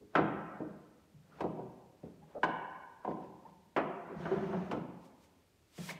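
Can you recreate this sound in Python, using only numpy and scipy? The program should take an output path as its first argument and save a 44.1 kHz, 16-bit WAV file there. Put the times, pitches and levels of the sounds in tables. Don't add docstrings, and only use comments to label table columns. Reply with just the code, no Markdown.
import sys
import numpy as np
from scipy import signal
from scipy.fft import rfft
from scipy.io import wavfile
from scipy.ndimage import uniform_filter1d, minimum_filter1d

SR = 44100
rng = np.random.default_rng(int(sys.argv[2]) if len(sys.argv) > 2 else 0)


def transcribe(u):
    v = np.clip(np.atleast_2d(u).T, -1, 1)
    q = np.round(v * 32767).astype(np.int16)
    wavfile.write(sys.argv[1], SR, q)


N = 264159
BINS = np.fft.rfftfreq(8192, 1 / SR)


def knocks():
    # start in seconds, thud in dB, contact hardness as a corner in Hz, back panel boom in dB,
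    # book ring and edge tick in dB re the thud, tick tilt in dB per octave, seconds until the book
    # settles, settling thud in dB.
    hits = [ (0.152, -24.5, 1850, 1, -11, -13.5, 1.5, .028, -25.5),
            (0.601, -34.5, 492, 3.5, -24.5, -34.5, 1, .035, -45.5),
            (1.405, -33, 820, 0.5, -3, -12, 4, .032, -31),
            (1.587, -41.5, 614, 1.5, -28, -26.5, 0, .029, -44),
            (2.029, -41, 451, 7.5, -1, -26, 3, .033, -48),
            (2.432, -29.5, 1077, -1, 10.5, -2.5, -0.5, .053, -40),
            (3.048, -41.5, 668, -2.5, 17.5, -12, -4, .028, -33),
            (3.110, -44.5, 600, 2, 16, -13, -5.5, .060, -45),
            (3.763, -27, 1766, -5, -7.5, -15.5, 3.5, .014, -28),
            (4.255, -38, 1294, -5.5, -1.5, -13, -5, .055, -37),
            (4.531, -38.5, 904, -1.5, -6.5, -22, -10, 0.033, -42.5),
            (4.712, -35.5, 1160, 1.5, -10.5, -7.5, 4, .016, -31.5),
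            (5.778, -45.5, 534, -3, -25, -7.5, -12, 0.017, -54),
            (5.888, -46.5, 1150, -7.5, 2, 1, 6.5, .016, -49)]
    out = np.zeros(N)
    for start, thud_db, corner_hz, boom_db, book_db, tick_db, tilt, delay, settle_db in hits:
        strike = blow(thud_db, corner_hz, boom_db, book_db, tick_db, tilt, case_db=-7.5, t60=0.18)
        add(out, start, strike)
        soft_hz = np.sqrt(corner_hz * 430)
        settle = blow(settle_db, soft_hz, boom_db, book_db, tick_db - 15.5, tilt, case_db=-1.5, t60=0.14)
        add(out, start + delay, settle)
    return out


def blow(thud_db, corner_hz, boom_db, book_db, tick_db, tilt, case_db, t60):
    # frequency in Hz, relative level in dB.
    thud_colour = [(28, -58), (45, -32), (72, -9.5), (105, -18), (170, -4), (300, -1.5), (600, 1.5),
                   (1000, -1), (2000, -3.5), (5000, -9.5), (16000, -17.5)]
    tick_colour = [(200, -17), (1000, -6.5), (2000, 6.5), (2900, 0.5), (3500, -7), (4500, -11),
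                   (7000, -20.5), (9300, -28), (10700, -35), (15000, -37)]
    # frequency in Hz, relative level in dB, seconds to fall 60 dB.
    case_modes = [(80.3, -19, 0.15), (127, -13.5, 0.52), (153.1, -8.5, 0.33), (177.15, -8.5, 0.35),
                  (211.2, -20, 0.29), (295.8, -3, 0.11), (322, 0.5, 0.16), (387.4, -1.5, 0.13),
                  (517, -7.5, 0.1), (694, -2.5, 0.14), (1214, -5.5, .12), (1313, 2.5, 0.089)]
    book_modes = [(743, -1.5, 0.03), (897, -9, 0.021), (948.4, -6.5, 0.075), (1003, -4.5, 0.073),
                  (1041, -11.5, 0.2), (1510, -11, 0.1), (1520, -3, 0.037), (1623.4, -4.5, 0.055),
                  (2150, -25, 0.054), (2314, -27, .04), (2563, -16, 0.018), (2750, -7.5, 0.043),
                  (2963, -2.5, 0.036)]
    t = np.arange(SR // 2) / SR
    crowd, edge = rng.choice([-1., 1.], (2, len(t)))
    crowd = level_out(crowd * fade(t, t60) * (1 - np.exp(-t * corner_hz / 1.4)), width_hz=110)
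    thud = colour(crowd, read(thud_colour) + contact_db(BINS, corner_hz) + boom_db * panel_share(BINS))
    edge = level_out(edge * fade(t, t60=0.063) * (1 - np.exp(-t / 0.0017)), width_hz=500)
    treble_octaves = np.log2(np.maximum(BINS / 2000, 1))
    tick = colour(edge, read(tick_colour) + tilt * treble_octaves)
    booming_modes = [(hz, db + boom_db * panel_share(hz), decay) for hz, db, decay in case_modes]
    case = ring(booming_modes, t, corner_hz, rise_cycles=3.6)
    shell_hz = min(corner_hz ** 2 / 600, 2200)
    book = ring(book_modes, t, shell_hz, rise_cycles=0.99)
    return amp(thud_db) * (thud + amp(tick_db) * tick + amp(case_db) * case + amp(book_db) * book)


def ring(modes, t, corner_hz, rise_cycles):
    out = np.zeros(len(t))
    for hz, db, t60 in modes:
        envelope = fade(t, t60) * (1 - np.exp(-t * hz / rise_cycles))
        tone = np.sin(2 * np.pi * (hz * t + rng.random()))
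        out += amp(db + contact_db(hz, corner_hz)) * envelope * tone
    return out


def contact_db(hz, corner_hz, steepness=3.3):
    return -10 * np.log10(1 + (hz / corner_hz) ** (2 * steepness))


def panel_share(hz, boom_hz=220):
    return 1 / (1 + (hz / boom_hz) ** 6)


def chatters_and_crack():
    # start in seconds, length in seconds, pitch in Hz, level in dB, jitter as a share of pitch.
    # The row at 0.151 s is the sharp 1.6 kHz crack of the book's hard shell on the first knock.
    bursts = [ (0.0, .073, 348.6, -55, 0.38), (0.151, .015, 1590, -27, 0.096),
              (1.135, 0.048, 146.4, -55, .24), (1.314, .037, 1333, -64, .07),
              (2.218, 0.032, 833, -61.5, 0.089), (2.345, 0.051, 567, -43, .22), (3.45, .02, 897, -52, .04),
              (3.47, 0.031, 175, -55.5, 0.13), (4.097, .067, 379, -47.5, .15),
              (4.158, 0.072, 159, -46, 0.14), (4.308, 0.043, 381, -31.5, 0.045),
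              (4.41, 0.081, 172, -46, 0.093), (4.54, 0.072, 181, -42, .05),
              (4.718, 0.09, 285.2, -42.5, .18), (5.784, 0.04, 172, -43.5, 0.055),
              (5.887, 0.031, 2050, -45, .1)]
    out = np.zeros(N)
    for start, length, hz, db, jitter in bursts:
        wander = unit(uniform_filter1d(rng.standard_normal(SR // 4), size=90))[:int(length * SR)]
        phase = 2 * np.pi * np.cumsum(hz * (1 + jitter * wander)) / SR
        tone = np.sin(phase) + amp(-20) * np.sin(2 * phase)
        add(out, start, amp(db) * unit(tone) * signal.windows.tukey(len(tone), .5))
    return out


def push():
    # peak time in seconds, level in dB.
    shove_peaks = [(4.101, -48.5), (4.335, -41.5), (4.538, -43.5)]
    # frequency in Hz, relative level in dB.
    foot_colour = [(30, -45), (60, -19.5), (135, -12), (172, -5.5), (215, -7.5), (260, -13), (375, -5.5),
                   (440, -16), (690, -11), (790, -17.5), (960, -17), (1100, -20), (1600, -22),
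                   (2600, -36.5), (8000, -62.5)]
    cloth_colour = [(600, -4.5), (1500, 8.5), (3000, 3.5), (4700, -4.5), (6500, -6), (7500, -16),
                    (9300, -14.5), (10700, -28.5), (15000, -23)]
    at_s, hold_s, lead_s = 4.275, 0.49, 0.074
    slide = stroke(at_s, db=-44, rise=90, fall=220, hold_s=hold_s, drift=-17)
    shoves = sum(stroke(s, db, rise=193, fall=130.5) for s, db in shove_peaks)
    cloth = stroke(at_s - lead_s, db=-60.5, rise=269, fall=220, hold_s=hold_s + lead_s, drift=-10)
    rumble = rub(np.hypot(slide, shoves), foot_colour, catches_per_s=600, catch_share=0.17)
    hiss = rub(cloth, cloth_colour, catches_per_s=4300, catch_share=0.15)
    return rumble + hiss


def scuffs():
    # peak time in seconds, level in dB, rise in dB per second.
    scuff_peaks = [(0.15, -52, 548.5), (1.40, -52.5, 130.5), (1.60, -65.5, 225), (2.06, -61, 399),
                   (2.34, -60, 110), (3.101, -55, 129), (3.25, -57.5, 171), (3.47, -61, 399.5)]
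    # frequency in Hz, relative level in dB.
    scuff_colour = [(60, -11), (180, 6.5), (600, 5.5), (1300, -2.5), (3000, -14.5), (6000, -25),
                    (10000, -42), (15000, -40.5)]
    level = sum(stroke(s, db, rise, fall=243) for s, db, rise in scuff_peaks)
    return rub(level, scuff_colour, catches_per_s=310, catch_share=0.19)


def swishes():
    # peak time in seconds, level in dB.
    brushes = [(5.055, -68), (5.24, -67)]
    # frequency in Hz, relative level in dB.
    swish_colour = [(100, -16.5), (500, -5), (1500, -6.5), (2800, -5.5), (4200, -7), (6000, -8.5),
                    (8500, -11.5), (10500, -16), (13000, -16.5), (15500, -20.5)]
    sleeve = sum(stroke(s, db, rise=240.5, fall=329) for s, db in brushes)
    sweep = stroke(5.78, db=-57.5, rise=220, fall=477, hold_s=0.13, drift=60)
    return rub(sleeve + sweep, swish_colour, catches_per_s=1400, catch_share=0.18)


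def stroke(s, db, rise, fall, hold_s=0, drift=0):
    t = np.arange(N) / SR - s
    return amp(db + rise * np.minimum(t, 0) + drift * np.clip(t, 0, hold_s)
               - fall * np.maximum(t - hold_s, 0))


def rub(level, spectrum, catches_per_s, catch_share):
    catches = rng.standard_normal(N) * (rng.random(N) < catches_per_s / SR)
    force = np.sqrt(catch_share) * unit(catches) + np.sqrt(1 - catch_share) * rng.standard_normal(N)
    return colour(level * force, read(spectrum))


def room(x, tails=3):
    turn = np.pi * np.arange(N) / SR * 1.3
    weights = [np.sqrt(2 / tails) * np.cos(turn + np.pi * k / tails) for k in range(tails)]
    return sum(signal.fftconvolve(x * w, room_tail())[:N] for w in weights)


def room_tail(build_up_s=0.0033):
    # frequency in Hz, seconds to fall 60 dB.
    decay_times = [(80, 0.12), (170, 1.12), (400, 1.27), (1000, 1.35), (1700, 1.41), (2800, 1.2),
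                   (4500, 0.27), (9000, .3)]
    # frequency in Hz, gain in dB.
    echo_gain = [(55, -17), (77, 3), (102, -5.5), (130, -4), (175, 1.5), (215, 2.5), (255, -2), (300, -4),
                 (400, -5), (1000, -3.5), (1600, -8), (2500, -5), (4500, -7.5), (10000, -10.5)]
    hz, t, bands = signal.stft(rng.standard_normal(SR * 7 // 5), SR, nperseg=512)
    bands = bands * fade(t, read(decay_times, hz)[:, None]) * (1 - np.exp(-(t / build_up_s) ** 2))
    tail = level_out(signal.istft(bands, SR)[1], width_hz=22)
    gain_db = read(echo_gain)
    return colour(tail / np.linalg.norm(tail), gain_db) * np.sqrt(np.mean(amp(gain_db) ** 2))


def room_tone(level_db=-67.5):
    # frequency in Hz, relative level in dB.
    air_colour = [(20, -49), (35, -8), (55, -5), (80, 1.5), (130, -3), (200, -7), (400, -7.5), (700, -16),
                  (1200, -20), (2300, -20.5), (5000, -24.5), (9000, -28), (10500, -31.5), (12000, -29),
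                  (15500, -34.5)]
    return amp(level_db) * unit(colour(rng.standard_normal(N + SR), read(air_colour))[SR:])


def suppress(x, depth_db=4.0, knee_db=15, softness_db=3.5):
    bands = signal.stft(x, SR, nperseg=1024, noverlap=768)[2]
    power = uniform_filter1d(uniform_filter1d(abs(bands) ** 2, size=5, axis=-2), size=3, axis=-1)
    level_db = 10 * np.log10(abs(power) + 1e-20)
    excess_db = level_db - np.percentile(level_db, 15, axis=-1, keepdims=True)
    cut = .5 * (0.5 - np.tanh((excess_db - knee_db) / (2 * softness_db)))
    return signal.istft(bands * amp(-depth_db * cut), SR, nperseg=1024, noverlap=768)[1][:, :N]


def limit(x, ceiling_db=-15.0):
    gain = amp(ceiling_db) / np.maximum(abs(x), amp(ceiling_db))
    return x * uniform_filter1d(minimum_filter1d(gain, size=260), size=220)


def amp(db):
    return 10 ** (np.asarray(db) / 20)


def unit(x):
    return x / np.sqrt(np.mean(x ** 2) + 1e-20)


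def read(points, hz=BINS):
    f, value = np.transpose(points)
    return np.interp(np.log(hz + 1), np.log(f), value)


def fade(t, t60):
    return np.exp(-np.log(1000) * t / np.maximum(t60, 1e-3))


def add(mix, s, sound):
    part = mix[max(round(s * SR), 0):][:len(sound)]
    part += sound[:len(part)]


def colour(x, db):
    log_gain = np.log(amp(np.maximum(db, db.max() - 100)))
    mirrored = np.concatenate([log_gain, log_gain[-2:0:-1]])
    minimum_phase = np.exp(np.conj(signal.hilbert(mirrored)))
    taps = np.fft.ifft(minimum_phase).real[:len(db)]
    return signal.oaconvolve(x, taps / np.linalg.norm(taps))[:len(x)]


def level_out(x, width_hz, oversample=8):
    power = abs(rfft(x, 2 * oversample * (len(BINS) - 1))) ** 2
    smooth = uniform_filter1d(power, size=max(int(oversample * width_hz / BINS[1]), 1))[::oversample]
    even = colour(x, -10 * np.log10(abs(smooth) + 1e-20))
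    return even * np.linalg.norm(x) / np.linalg.norm(even)


def scene():
    direct = knocks() + chatters_and_crack() + push() + scuffs() + swishes()
    return (direct + room(direct) + room_tone())[None]


def record(dry):
    low_cut = signal.butter(2, 32, "highpass", fs=SR, output="sos")
    high_cut = signal.firwin(511, 15700, window=("kaiser", 9), fs=SR)
    heard = signal.sosfilt(low_cut, limit(suppress(dry)))
    return signal.oaconvolve(heard, high_cut[None], "same")


dry = scene()
out = record(dry)
transcribe(out)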